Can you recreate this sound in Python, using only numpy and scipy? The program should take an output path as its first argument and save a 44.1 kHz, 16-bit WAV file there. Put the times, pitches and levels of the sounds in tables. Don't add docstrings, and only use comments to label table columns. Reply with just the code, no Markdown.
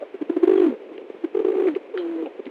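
import sys
import numpy as np
from scipy import signal
from scipy.fft import rfft, irfft
from scipy.io import wavfile
from scipy.ndimage import uniform_filter1d

SR = 44100
rng = np.random.default_rng(int(sys.argv[2]) if len(sys.argv) > 2 else 0)


def dump(signal):
    limited = np.clip(np.atleast_2d(signal).T, -1, 1)
    pcm = np.round(limited * 32767).astype(np.int16)
    wavfile.write(sys.argv[1], SR, pcm)


N = 110250

# frequency in Hz, relative density in dB per Hz.
AIR_SPECTRUM = [(30, -47), (185, -26.5), (400, -1), (800, -10.5), (1400, -18.5), (2400, -17), (3400, -26.5),
                (4500, -39.5), (14000, -60.5)]
# time in seconds, rms level in dB.
FLOCK_LEVELS = [(0, -27), (.07, -50), (.28, -41.5), (.74, -35), (.77, -43.5), (.9, -39), (1.06, -44.5),
                (1.3, -45), (1.6, -30), (1.821, -43), (2.3, -42.5), (2.5, -41.5)]
# centre in seconds, peak level in dB, pitch in Hz, width in ms.
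COO_THROBS = [(0.026, -23.5, 582.3, 16), (0.15, -26, 388, 14), (0.217, -17.5, 334, 6),
              (0.225, -17.5, 327.4, 6), (0.302, -10.5, 334, 7.4), (0.371, -9.5, 337.4, 8.83),
              (0.438, -5.5, 353.5, 11.5), (0.48, -6.5, 366.3, 8.3), (0.499, -6.5, 385.3, 8.3),
              (0.519, -7.5, 369.6, 8.6), (0.539, -8, 378.2, 9.3), (0.56, -9, 363, 8.2),
              (0.582, -8.5, 376.3, 9.8), (0.603, -8, 365, 8.3), (0.623, -7.5, 362.8, 9.9),
              (0.646, -9, 337.7, 17), (0.669, -10, 314.3, 10.5), (0.685, -14.5, 305, 9.04),
              (0.698, -22, 284, 6), (0.711, -24, 379, 9), (0.727, -22, 403, 7), (0.743, -28, 421.5, 11),
              (0.825, -31.5, 401, 18), (0.92, -33.5, 342.5, 18), (0.983, -29.5, 398, 7.14),
              (1.02, -32.5, 420, 5.83), (1.104, -25.5, 403, 7), (1.149, -24, 393, 5.5),
              (1.247, -13.5, 333.4, 11), (1.353, -12, 401.2, 7.3), (1.374, -12, 405, 7.3),
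              (1.395, -14, 399.5, 7.3), (1.403, -12, 406, 4.7), (1.42, -17.5, 395.2, 8.6),
              (1.452, -10, 383, 7.3), (1.47, -14.5, 410, 7.8), (1.488, -10.5, 391, 8.3),
              (1.504, -13, 393, 7.7), (1.524, -15.5, 399, 8.6), (1.543, -16.5, 393, 7.3),
              (1.555, -13.5, 385, 7.3), (1.573, -16, 388, 10.6), (1.586, -13, 403.6, 7.3),
              (1.604, -11, 375.8, 11.7), (1.624, -11.5, 377, 6.34), (1.642, -16, 382.7, 10.6),
              (1.66, -14, 371, 12.9), (1.675, -14, 357, 9.5), (1.766, -14.5, 385.7, 9.3),
              (2.229, -19.5, 373, 6), (2.26, -22, 473, 6.3), (2.4, -23.5, 388, 8.5),
              (2.467, -28.5, 352, 4.26), (2.476, -23.5, 315, 6.54)]
# multiple of the pitch, level relative to the fundamental in dB.
COO_OVERTONES = [(2, -24), (3, -30)]
# time in seconds, pitch in Hz, rms level in dB.
FIRST_FALL = [(.688, 285, -24.5), (.72, 236, -34.5), (.755, 204, -49.5)]
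SECOND_FALL = [(1.672, 361, -26), (1.687, 323, -16.5), (1.699, 305.6, -24), (1.742, 282.4, -33.5),
               (1.749, 274, -50.5)]
LONG_NOTE = [(1.936, 519, -32), (1.945, 457.8, -24.5), (1.96, 361.8, -25.5), (2.078, 334.7, -26.5),
             (2.219, 323.5, -28.5), (2.246, 324.4, -28), (2.272, 268, -40.5), (2.3, 252, -60.5)]
SOFT_NOTE = [(.305, 356.4, -38.5), (0.316, 349, -30), (0.358, 337.3, -30.5), (.43, 337.2, -32),
             (.465, 343, -24), (.475, 348, -47)]
HIGH_NOTE = [(2.165, 504, -50.5), (2.18, 497, -33), (2.215, 475, -33.5), (2.242, 483.6, -43.5),
             (2.259, 504, -39), (2.281, 520, -26), (2.282, 500, -46.5)]
FAINT_NOTE = [(1.97, 528, -42.5), (2.0, 533, -38.5), (2.08, 481, -47)]
SMALL_BIRD_NOTE = [(0.559, 3350, -52), (.592, 3290, -50.5), (0.598, 3240, -62)]
# frequency in Hz, relative density in dB per Hz.
GRIT_SPECTRUM = [(290, -41.5), (520, -6.5), (1000, -12.5), (2000, -16.5), (3250, -24), (4300, -36.5),
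                 (5300, -48.5), (14000, -51)]
# start in seconds, level in dB, ring in Hz, decay time in ms.
CLAW_TICKS = [(0.6, -33, 2380, 2), (.978, -35, 2270, 2.6), (1.669, -36.5, 2230, 12),
              (1.684, -26, 1085, 3.1), (1.7498, -32.5, 2420, 4.5), (1.9741, -21.5, 1500, 1.73),
              (1.9747, -25, 2350, 2.4), (1.9813, -26, 1660, 1.3), (1.984, -43.5, 3120, 24),
              (1.983, -51.5, 4020, 21), (2.258, -39.5, 2710, 6.2), (2.454, -40, 2980, 3.5),
              (2.466, -37.5, 2250, 4.9), (2.256, -34.5, 670, 18)]
# mirror frequency in Hz, level in dB.
MIRROR_TONES = [(6440, -53), (9140, -64), (13000, -65.5)]

AIR_DB, AIR_DRIFT_DB = -48, 0.8

FLOCK_VOICES, FLOCK_THROBS_PER_S = 24, 700
FLOCK_HZ, FLOCK_LOG_SPREAD = 407.4, 0.1801
FLOCK_WIDTH_MS, FLOCK_SIZES_DB = 8.3, 1.7

THROB_STEEPNESS, THROB_SAG = 2.49, 0.026
ROUGH_FROM_DB, ROUGH_PER_DB = -15, 0.055
WAVER_SHARE, WAVER_DB = 0.012, 1

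GRIT_DB, GRIT_DRIFT_DB, GRIT_POWER = -26.5, 1.5, 0.87
GRIT_LEAD_S = 0.0018
GRIT_SMEAR_S, GRIT_LINGER_SHARE = 0.015, 0.45

TICK_BASE_HZ, TICK_SPREAD_HZ_MS = 200, 3200
TICK_ATTACK_S, TICK_TOP_HZ = 0.0011, 4600

ECHO_T60_S, ECHO_DELAY_S, ECHO_DB = 0.13, 0.004, -16
BASS_CUT_HZ = 149

LOPSIDED_SHARE = 0.007
BAND_EDGE_HZ = 14300


def gain_of(db):
    return 10 ** (np.asarray(db) / 20)


def evened(x):
    return x / np.sqrt(np.mean(x ** 2) + 1e-20)


def add(mix, start_s, sound):
    part = mix[max(round(start_s * SR), 0):][:len(sound)]
    part += sound[:len(part)]


def noise(points):
    table_hz, table_db = np.transpose(points)
    hz = np.fft.rfftfreq(N, 1 / SR)
    db = np.interp(np.log(hz + 1), np.log(table_hz + 1), table_db)
    return evened(irfft(rfft(rng.standard_normal(N)) * gain_of(db), N))


def wander(n, span_s):
    size = max(round(span_s * SR), 1)
    once = uniform_filter1d(rng.standard_normal(n), size)
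    return evened(uniform_filter1d(once, size))


def air():
    return gain_of(AIR_DB + AIR_DRIFT_DB * wander(N, 0.02)) * noise(AIR_SPECTRUM)


def voice(hz, strength):
    phase = 2 * np.pi * (np.cumsum(hz) / SR + rng.random())
    overtones = sum(gain_of(db) * np.cos(k * phase) for k, db in COO_OVERTONES)
    return strength * (np.sin(phase) + overtones)


def throb(peak_db, hz, width_ms):
    u = np.arange(-1.5, 1.5, 1000 / (width_ms * SR))
    rough = np.clip((ROUGH_FROM_DB - peak_db) * ROUGH_PER_DB, 0, 0.45)
    flutter = np.sqrt(1 - rough ** 2) + rough * wander(4000, 0.0038)[:len(u)]
    bell = 0.6 ** (abs(2 * u) ** THROB_STEEPNESS)
    return voice(hz * (1 - THROB_SAG * u), flutter * gain_of(peak_db) * bell)


def flock():
    out = np.zeros(N)
    for spread in np.linspace(-1.7, 1.7, FLOCK_VOICES):
        starts = rng.random(N) < FLOCK_THROBS_PER_S / FLOCK_VOICES / SR
        sizes_db = FLOCK_SIZES_DB * np.minimum(rng.exponential(1, N), 3)
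        hz = FLOCK_HZ * np.exp(FLOCK_LOG_SPREAD * spread)
        shape = throb(0, hz, FLOCK_WIDTH_MS * rng.uniform(0.59, 1.58))
        out += signal.oaconvolve(starts * gain_of(sizes_db), shape)[:N]
    s, db = np.transpose(FLOCK_LEVELS)
    return evened(out) * gain_of(np.interp(np.arange(N) / SR, s, db))


def held(curve):
    s, hz, db = np.transpose(curve)
    t = np.arange(s[0], s[-1], 1 / SR)
    fade = np.minimum(np.minimum(t - s[0], s[-1] - t) / 0.0067, 1)
    pitch_hz = np.interp(t, s, hz) * (1 + WAVER_SHARE * wander(len(t), 0.0073))
    level_db = np.interp(t, s, db) + WAVER_DB * wander(len(t), 0.0043)
    return voice(pitch_hz, np.sqrt(2) * fade * gain_of(level_db))


def pigeons():
    out = np.zeros(N)
    for centre_s, peak_db, hz, width_ms in COO_THROBS:
        add(out, centre_s - 1.5 * width_ms / 1000, throb(peak_db, hz, width_ms))
    for curve in (FIRST_FALL, SECOND_FALL, LONG_NOTE, SOFT_NOTE, HIGH_NOTE, FAINT_NOTE, SMALL_BIRD_NOTE):
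        add(out, curve[0][0], held(curve))
    return out


def recorder_grit(coos):
    quick = uniform_filter1d(abs(coos), 100)
    quick = np.roll(quick, -round(GRIT_LEAD_S * SR))
    keep = np.exp(-1 / (GRIT_SMEAR_S * SR))
    linger = signal.lfilter([1 - keep], [1, -keep], quick)
    strength = abs(quick + GRIT_LINGER_SHARE * linger) ** GRIT_POWER
    level_db = GRIT_DB + GRIT_DRIFT_DB * wander(N, 0.003)
    return gain_of(level_db) * strength * noise(GRIT_SPECTRUM)


def ticks():
    out = np.zeros(N)
    for start_s, db, hz, decay_ms in CLAW_TICKS:
        t = np.arange(0, 4 * decay_ms / 1000, 1 / SR)
        radius = np.exp(-np.pi * (TICK_BASE_HZ + TICK_SPREAD_HZ_MS / decay_ms) / SR)
        poles = [1, -2 * radius * np.cos(2 * np.pi * hz / SR), radius * radius]
        ring = signal.lfilter([1, 0, -1], np.convolve(poles, poles), rng.standard_normal(6000))
        shape = np.minimum(t / TICK_ATTACK_S, 1) * np.exp(-t * 1000 / decay_ms)
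        burst = evened(shape * np.resize(ring, len(t)))
        add(out, start_s, gain_of(db) * np.sqrt(np.mean(shape ** 2)) * burst)
    low_pass = signal.butter(8, TICK_TOP_HZ, fs=SR, output="sos")
    return signal.sosfilt(low_pass, out)


def echo(near):
    t = np.arange(0, 0.3, 1 / SR)
    tail = rng.standard_normal(len(t)) * gain_of(-60 * t / ECHO_T60_S) * (t > ECHO_DELAY_S)
    return gain_of(ECHO_DB) * signal.fftconvolve(near, tail / np.linalg.norm(tail))[:N]


def scene():
    coos = pigeons()
    near = coos + recorder_grit(coos) + ticks()
    mix = near + echo(near) + flock()
    high_pass = signal.butter(3, BASS_CUT_HZ, "high", fs=SR, output="sos")
    return (signal.sosfilt(high_pass, mix) + air())[None]


def record(dry):
    t = np.arange(N) / SR
    lopsided = dry + LOPSIDED_SHARE * (dry ** 2 - np.mean(dry ** 2))
    mirrors = sum(gain_of(db) * np.cos(2 * np.pi * hz * t) for hz, db in MIRROR_TONES)
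    low_pass = signal.firwin(511, BAND_EDGE_HZ, window=("kaiser", 9), fs=SR)
    return signal.oaconvolve(lopsided * (1 + mirrors), low_pass[None], "same")


dry = scene()
out = record(dry)
dump(out)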